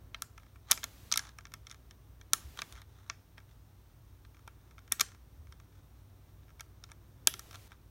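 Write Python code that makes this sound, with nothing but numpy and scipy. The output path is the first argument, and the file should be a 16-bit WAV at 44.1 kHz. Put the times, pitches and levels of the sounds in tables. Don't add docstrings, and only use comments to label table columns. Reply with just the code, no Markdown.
import sys
import numpy as np
from scipy import signal
from scipy.fft import rfft, irfft, next_fast_len
from scipy.io import wavfile
from scipy.ndimage import uniform_filter1d, map_coordinates

SR = 44100
rng = np.random.default_rng(int(sys.argv[2]) if len(sys.argv) > 2 else 0)


def materialize(psi):
    bounded = np.clip(np.atleast_2d(psi).T, -1, 1)
    quanta = np.round(bounded * 32767).astype(np.int16)
    wavfile.write(sys.argv[1], SR, quanta)


N = 348387

# t/s, click level/dB, shell knock/dB re click, metal tick/dB re click,
# ping of the screw/dB re clack of the plastic (together the click), favoured shell resonance f/Hz
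TAPS = [(0.1456, -40.5, 0.5, -21.5, -12, 2260), (0.2213, -36.5, -3, -0.5, 7, 1240),
        (0.3787, -58, 8, -8, 4, 1270), (0.5582, -72, 14.5, -5, -4, 1230),
        (0.7096, -45, 10.5, -10.5, -2, 1230), (0.7131, -20.5, -10, 0.5, 9, 1340),
        (0.7181, -21, -10, -3, 1.5, 1610), (0.7285, -37.5, -3.5, -9, 2, 1360),
        (0.7756, -44.5, 1.5, -13, 5, 2140), (0.8322, -41.5, -1.5, -18, -9, 1590),
        (0.8408, -35, -4, -4, 4, 1310), (1.1162, -33.5, -4.5, -18, -1.5, 1310),
        (1.1241, -23, -15, -15.5, 8, 2300), (1.1395, -32.5, -4, -14, 2.5, 2300),
        (1.159, -36.5, -1, -3, -2, 1360), (1.1746, -26.5, -12, -6.5, 4, 2220),
        (1.176, -35.5, -1, 4, 0, 2150), (1.1931, -36.5, -1.5, -16, 8, 1580),
        (1.3864, -51, 5, -7.5, 9, 1310), (1.4537, -51.5, 2, -25, 3, 1310), (1.5388, -44.5, 0, -5, 4, 1270),
        (1.6689, -48, -5, -14, 1, 2340), (1.698, -53.5, -21, -13, 3, 1270), (1.713, -46, -6, -11, 2, 1285),
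        (1.9098, -55, -4.5, -12, 2, 1700), (2.2129, -56, -0.5, -13.5, -0.5, 2680),
        (2.3338, -21, -6.5, -1, 5.5, 1290), (2.574, -52, 1, -7, -6, 1140), (2.59, -39, 0, -18.5, -9, 1280),
        (2.6189, -37.5, 1, -10, -1, 2240), (2.7246, -52, -5, -5.5, -1, 2130),
        (2.8175, -56, -1, -6.5, -5, 2200), (3.0989, -36.5, 1, -28, 4.5, 1190),
        (3.3804, -58.5, 8.5, -10.5, -9.5, 1710), (4.25, -63, 3.5, -15.5, -11.5, 1360),
        (4.4769, -55.5, 9.5, -3, -3.5, 900), (4.7817, -62.5, 11.5, -17, -4.5, 1360),
        (4.918, -51.5, 12, -22.5, -7, 2300), (4.9221, -26.5, -7.5, 2, 5.5, 1510),
        (4.9974, -32, -4, -9, -2.5, 2150), (5.0077, -28.5, -2.5, -7, 7, 2240),
        (5.011, -22, -7.5, -5.5, 4.5, 1340), (5.524, -55.5, -3, -11.5, -4, 1570),
        (6.5965, -56, 6.5, -8, 1, 2145), (6.6074, -44.5, -3, -5.5, 5, 1524),
        (6.839, -47.5, -6, -12.5, 1, 1083), (6.917, -53, 2.5, -5.5, 3.5, 980),
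        (7.2726, -19.5, -9, 2, 0, 2310), (7.3396, -41.5, -3.5, -9.5, 0, 1340),
        (7.394, -44.5, -4, -1.5, 9.5, 1360), (7.5559, -50.5, -2.5, -9, -4, 1074),
        (7.7189, -64, 12.5, -3, 5, 1590)]
LIGHT_TOUCH_DB = -54.5


def amp(db):
    return 10 ** (np.asarray(db) / 20)


def unit(x):
    return x / np.sqrt(np.mean(x ** 2) + 1e-20)


def along(points, hz):
    f, v = np.transpose(points)
    return np.interp(np.log(hz + 1), np.log(f + 1), v)


def filtered(x, response):
    n = x.shape[-1]
    m = next_fast_len(n + 8192)
    return irfft(rfft(x, m) * response(np.fft.rfftfreq(m, 1 / SR)), m)[..., :n]


def noise(spectrum, size=N):
    return unit(filtered(rng.standard_normal(size), lambda hz: amp(along(spectrum, hz))))


def wobble(rate):
    knots = rng.standard_normal(int(N * rate / SR) + 4)
    return map_coordinates(knots, [np.arange(N) * rate / SR])


def add(track, s, sound):
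    part = track[max(round(s * SR), 0):][:len(sound)]
    part += sound[:len(part)]


def swells(peaks, rise_s, fall_s):
    out, t = np.zeros(N), np.arange(-SR // 8, SR // 8) / SR
    for s, db in peaks:
        add(out, s + t[0], amp(db) * np.exp(-np.maximum(-t / rise_s, t / fall_s)))
    return out


def room_tone(hiss_db=-71.0, rumble_trim_db=0.5, sway_db=0.07, drift_rad=0.42):
    hum_lines = [(59.3, -63.5), (96.8, -64), (119.2, -70), (145, -80)]
    rumble_levels = [(0.0, -57), (0.44, -61), (2.55, -59.5), (2.9, -61), (7.68, -59.5), (7.9, -61)]
    rumble_colour = [(18, -32.5), (32, -14), (45, -1), (75, -1.5), (105, -3), (145, -8), (180, -15.5),
                     (310, -16), (480, -23), (1200, -27.5), (2200, -37), (5000, -56.5)]
    hiss_colour = [(200, -11), (2000, 0.5), (3700, 3), (4900, -1), (5600, 3), (6800, -1), (7700, -4),
                   (8700, 0), (9000, 3), (9300, -2), (10400, -5), (13000, 2.5), (14000, 1.5), (15600, 4)]
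    t = np.arange(N) / SR
    hum = sum(amp(db) * np.sqrt(2) * np.sin(2 * np.pi * hz * t + drift_rad * wobble(5.4))
              for hz, db in hum_lines)
    rumble_db = rumble_trim_db + np.interp(t, *np.transpose(rumble_levels)) + sway_db * wobble(6.2)
    return hum + amp(rumble_db) * noise(rumble_colour) + amp(hiss_db) * noise(hiss_colour)


def contacts(rows, crack_db, crack_t60, scatter_db, hardening=0.17,
             rise_cycles=0.7, focus_db=5, focus_octaves=0.25, detune=0.014):
    modes = [(227, -14, 0.043), (390, -17.5, 0.042), (659, -15, 0.049), (924, -6.5, 0.019),
             (1177, -2, 0.025), (1340, -1.5, .032), (1610.5, -3.5, 0.029), (1812, -5, 0.031),
             (2143, -1, 0.02), (2312, -2, .024), (2575, -6.5, 0.02), (3234, -4, 0.021), (3605, 3.5, .018),
             (4030, -2.5, 0.019), (4498, -9.5, 0.0085), (5520, 3.5, 0.015), (5930, 3, 0.0087),
             (6560, -5, 0.011), (8620, 7, 0.0067), (9450, -0.5, .009), (10470, -3.5, 0.0038),
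             (11930, -2, 0.007), (11750, 0.5, .009)]
    crack_colour = [(150, -15.5), (500, -23.5), (800, -18.5), (1300, -6.5), (2900, -9), (3700, 4.5),
                    (4800, -4), (6100, 9.5), (7600, -7), (9000, -2), (12000, -2.5), (16000, -9)]
    closing_times = [(-50, .00034), (-22, .0002)]
    t = np.arange(SR // 25) / SR
    hz, db, t60 = np.transpose(modes)
    envelopes = amp(db - 60 * t[:, None] / t60) * (1 - np.exp(-t[:, None] * hz / rise_cycles))
    snap = amp(-60 * t / crack_t60) + amp(-15.0 - 60 * t / 0.019)
    cracks = snap * noise(crack_colour, size=len(rows) * len(t)).reshape(-1, len(t))
    blows = []
    for (_, click_db, *_, spot_hz), crack in zip(rows, cracks):
        favour_db = focus_db * np.exp(-(np.log2(hz / spot_hz) / focus_octaves) ** 2)
        favour_db += scatter_db * rng.standard_normal(len(hz))
        gripped_hz = hz * (1 + detune * rng.standard_normal(len(hz)))
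        cycles = t[:, None] * gripped_hz + rng.random(len(hz))
        ring = (envelopes * np.sin(2 * np.pi * cycles)) @ amp(favour_db)
        onset_s = np.interp(click_db, *np.transpose(closing_times))
        attack = 1 - np.exp(-(t / onset_s) ** 2)
        blows.append((ring + amp(crack_db + hardening * click_db) * crack) * attack)
    return blows


def strike(rows, blows):
    edges_hz = [(120, 2800), (2800, 4700), (4700, 7500), (7500, 18000)]
    filters = [signal.butter(4, edges, "band", fs=SR, output="sos") for edges in edges_hz]
    bands = np.array([signal.sosfilt(sos, blows) for sos in filters])
    bands /= np.sqrt(np.sum(bands ** 2, axis=2, keepdims=True) / (.005 * SR))
    out = np.zeros(N)
    for (s, db, knock_db, tick_db, ping_db, _), knock, clack, ping, tick in zip(rows, *bands):
        click = (clack + amp(ping_db) * ping) / np.hypot(1, amp(ping_db))
        add(out, s - .0005, amp(db) * (amp(knock_db) * knock + click + amp(tick_db) * tick))
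    return out


def screw_taps():
    near = contacts(TAPS, crack_db=24.0, crack_t60=0.0034, scatter_db=4.0, hardening=0.25)
    around = contacts(TAPS, crack_db=34.5, crack_t60=0.0028, scatter_db=2.0, hardening=0.07)
    return strike(TAPS, near), strike(TAPS, around)


def friction(grain_db=4, resting_db=-84, restless_db=3, scrape_db=-66, scrape_per_db=0.3224):
    rubs = [(0.433, 0.084, -77), (1.248, 0.057, -59.5), (2.603, 0.026, -55), (2.773, 0.042, -60.5),
            (2.99, 0.094, -70.5), (3.515, 0.036, -73), (5.76, 0.045, -73.5), (7.55, 0.015, -59.5),
            (7.722, 0.024, -65.5)]
    skids = [(.713, -41.5), (5.011, -47.5)]
    rub_colour = [(300, -24.5), (850, -1.5), (1300, 1.5), (2000, -4.5), (2800, -12.5), (3700, -3),
                  (4800, -15), (6000, -7.5), (8000, -20), (16000, -29)]
    t = np.arange(N) / SR
    stroke = sum(amp(db) * np.exp(-((t - s) / half) ** 2) for s, half, db in rubs)
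    skid = swells(skids, rise_s=0.014, fall_s=0.005)
    scrape_peaks = [(s, scrape_db + scrape_per_db * (db - LIGHT_TOUCH_DB)) for s, db, *_ in TAPS]
    scrape = swells(scrape_peaks, rise_s=0.0036, fall_s=0.0062)
    grip = amp(resting_db + restless_db * wobble(14))
    grain = unit(noise(rub_colour) * amp(grain_db * wobble(300)))
    return (stroke + skid + scrape + grip) * grain


def room_reflections(x, wet_db=-20, gap_s=0.0076, wall_s=0.011, wall_db=-31):
    decay = [(200, 0.44), (1500, 0.3), (6000, .3), (15000, .2)]
    colour = [(200, 5), (1500, 3.5), (3500, -1), (6000, -3.5), (10000, 2.5), (16000, -1.5)]
    out, step = np.zeros(N), SR // 3
    for start in range(0, N, step):
        hz, t, spectra = signal.stft(rng.standard_normal(SR // 2), SR, nperseg=256)
        fade = amp(along(colour, hz)[:, None] - 60 * t / along(decay, hz)[:, None])
        _, tail = signal.istft(spectra * fade, SR, nperseg=256)
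        wet = signal.fftconvolve(x[start:start + step], tail / np.linalg.norm(tail))
        add(out, start / SR + gap_s, amp(wet_db) * wet)
    add(out, wall_s, amp(wall_db) * x)
    return out


def thread_ticks(count=3, stray=0.11, spread_db=2, tick_db=-9, ping_db=0.5,
                 spot_hz=1328, spot_octaves=0.31):
    turns = [(0.384, 0.099, -73.5), (1.244, 0.057, -56), (1.376, .18, -60.5), (1.695, 0.06, -61),
             (2.749, 0.025, -64), (3.369, 0.038, -69), (4.329, 0.083, -71), (4.654, 0.25, -63.5),
             (5.074, 0.088, -64), (5.439, 0.18, -63.5), (6.473, .04, -74.5), (6.886, 0.028, -71.5),
             (7.503, 0.049, -56)]
    rows = []
    for start, length, turn_db in turns:
        for k, (late, force, spot) in enumerate(rng.standard_normal((count, 3))):
            s = start + length * (k + .5 + stray * late) / count
            db = turn_db + spread_db * force
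            knock_db = 0.5 * (LIGHT_TOUCH_DB - db)
            rows.append((s, db, knock_db, tick_db, ping_db, spot_hz * 2 ** (spot_octaves * spot)))
    return strike(rows, contacts(rows, crack_db=21.5, crack_t60=0.0085, scatter_db=1.5))


def coarse_range(x, threshold_db=-15.8, hold_s=0.405, hiss_db=-61.0):
    hiss_colour = [(100, 10), (400, 7), (1200, 0.5), (4000, 0), (10000, -5.5), (15800, -3.5)]
    overload = uniform_filter1d(x[0] ** 2, size=88) > amp(threshold_db) ** 2
    t = np.arange(N) / SR
    last_overload_s = np.maximum.accumulate(np.where(overload, t, -np.inf))
    return x + (t - last_overload_s < hold_s) * amp(hiss_db) * noise(hiss_colour)


def knee_bumps(rise_s=0.012):
    thuds = [(2.443, 67, -34, 0.21), (2.73, 62, -42.5, 0.24), (5.375, 76, -40, 0.26),
             (5.482, 70.7, -43, 0.28), (7.274, 277, -32, 0.045), (7.341, 380, -37, 0.04)]
    out, t = np.zeros(N), np.arange(SR // 2) / SR
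    for s, hz, db, t60 in thuds:
        envelope = amp(db - 60 * t / t60) * (1 - np.exp(-t / rise_s))
        add(out, s, envelope * np.sin(2 * np.pi * hz * t))
    return out


def scene():
    near, around = screw_taps()
    handling = thread_ticks() + friction()
    return (near + handling + room_reflections(around + handling) + knee_bumps() + room_tone())[None]


def record(dry, top_hz=15850):
    clipped = np.clip(coarse_range(dry), -1, 1)
    return filtered(clipped, lambda hz: 1 / np.sqrt(1 + (hz / top_hz) ** 200))


dry = scene()
out = record(dry)
materialize(out)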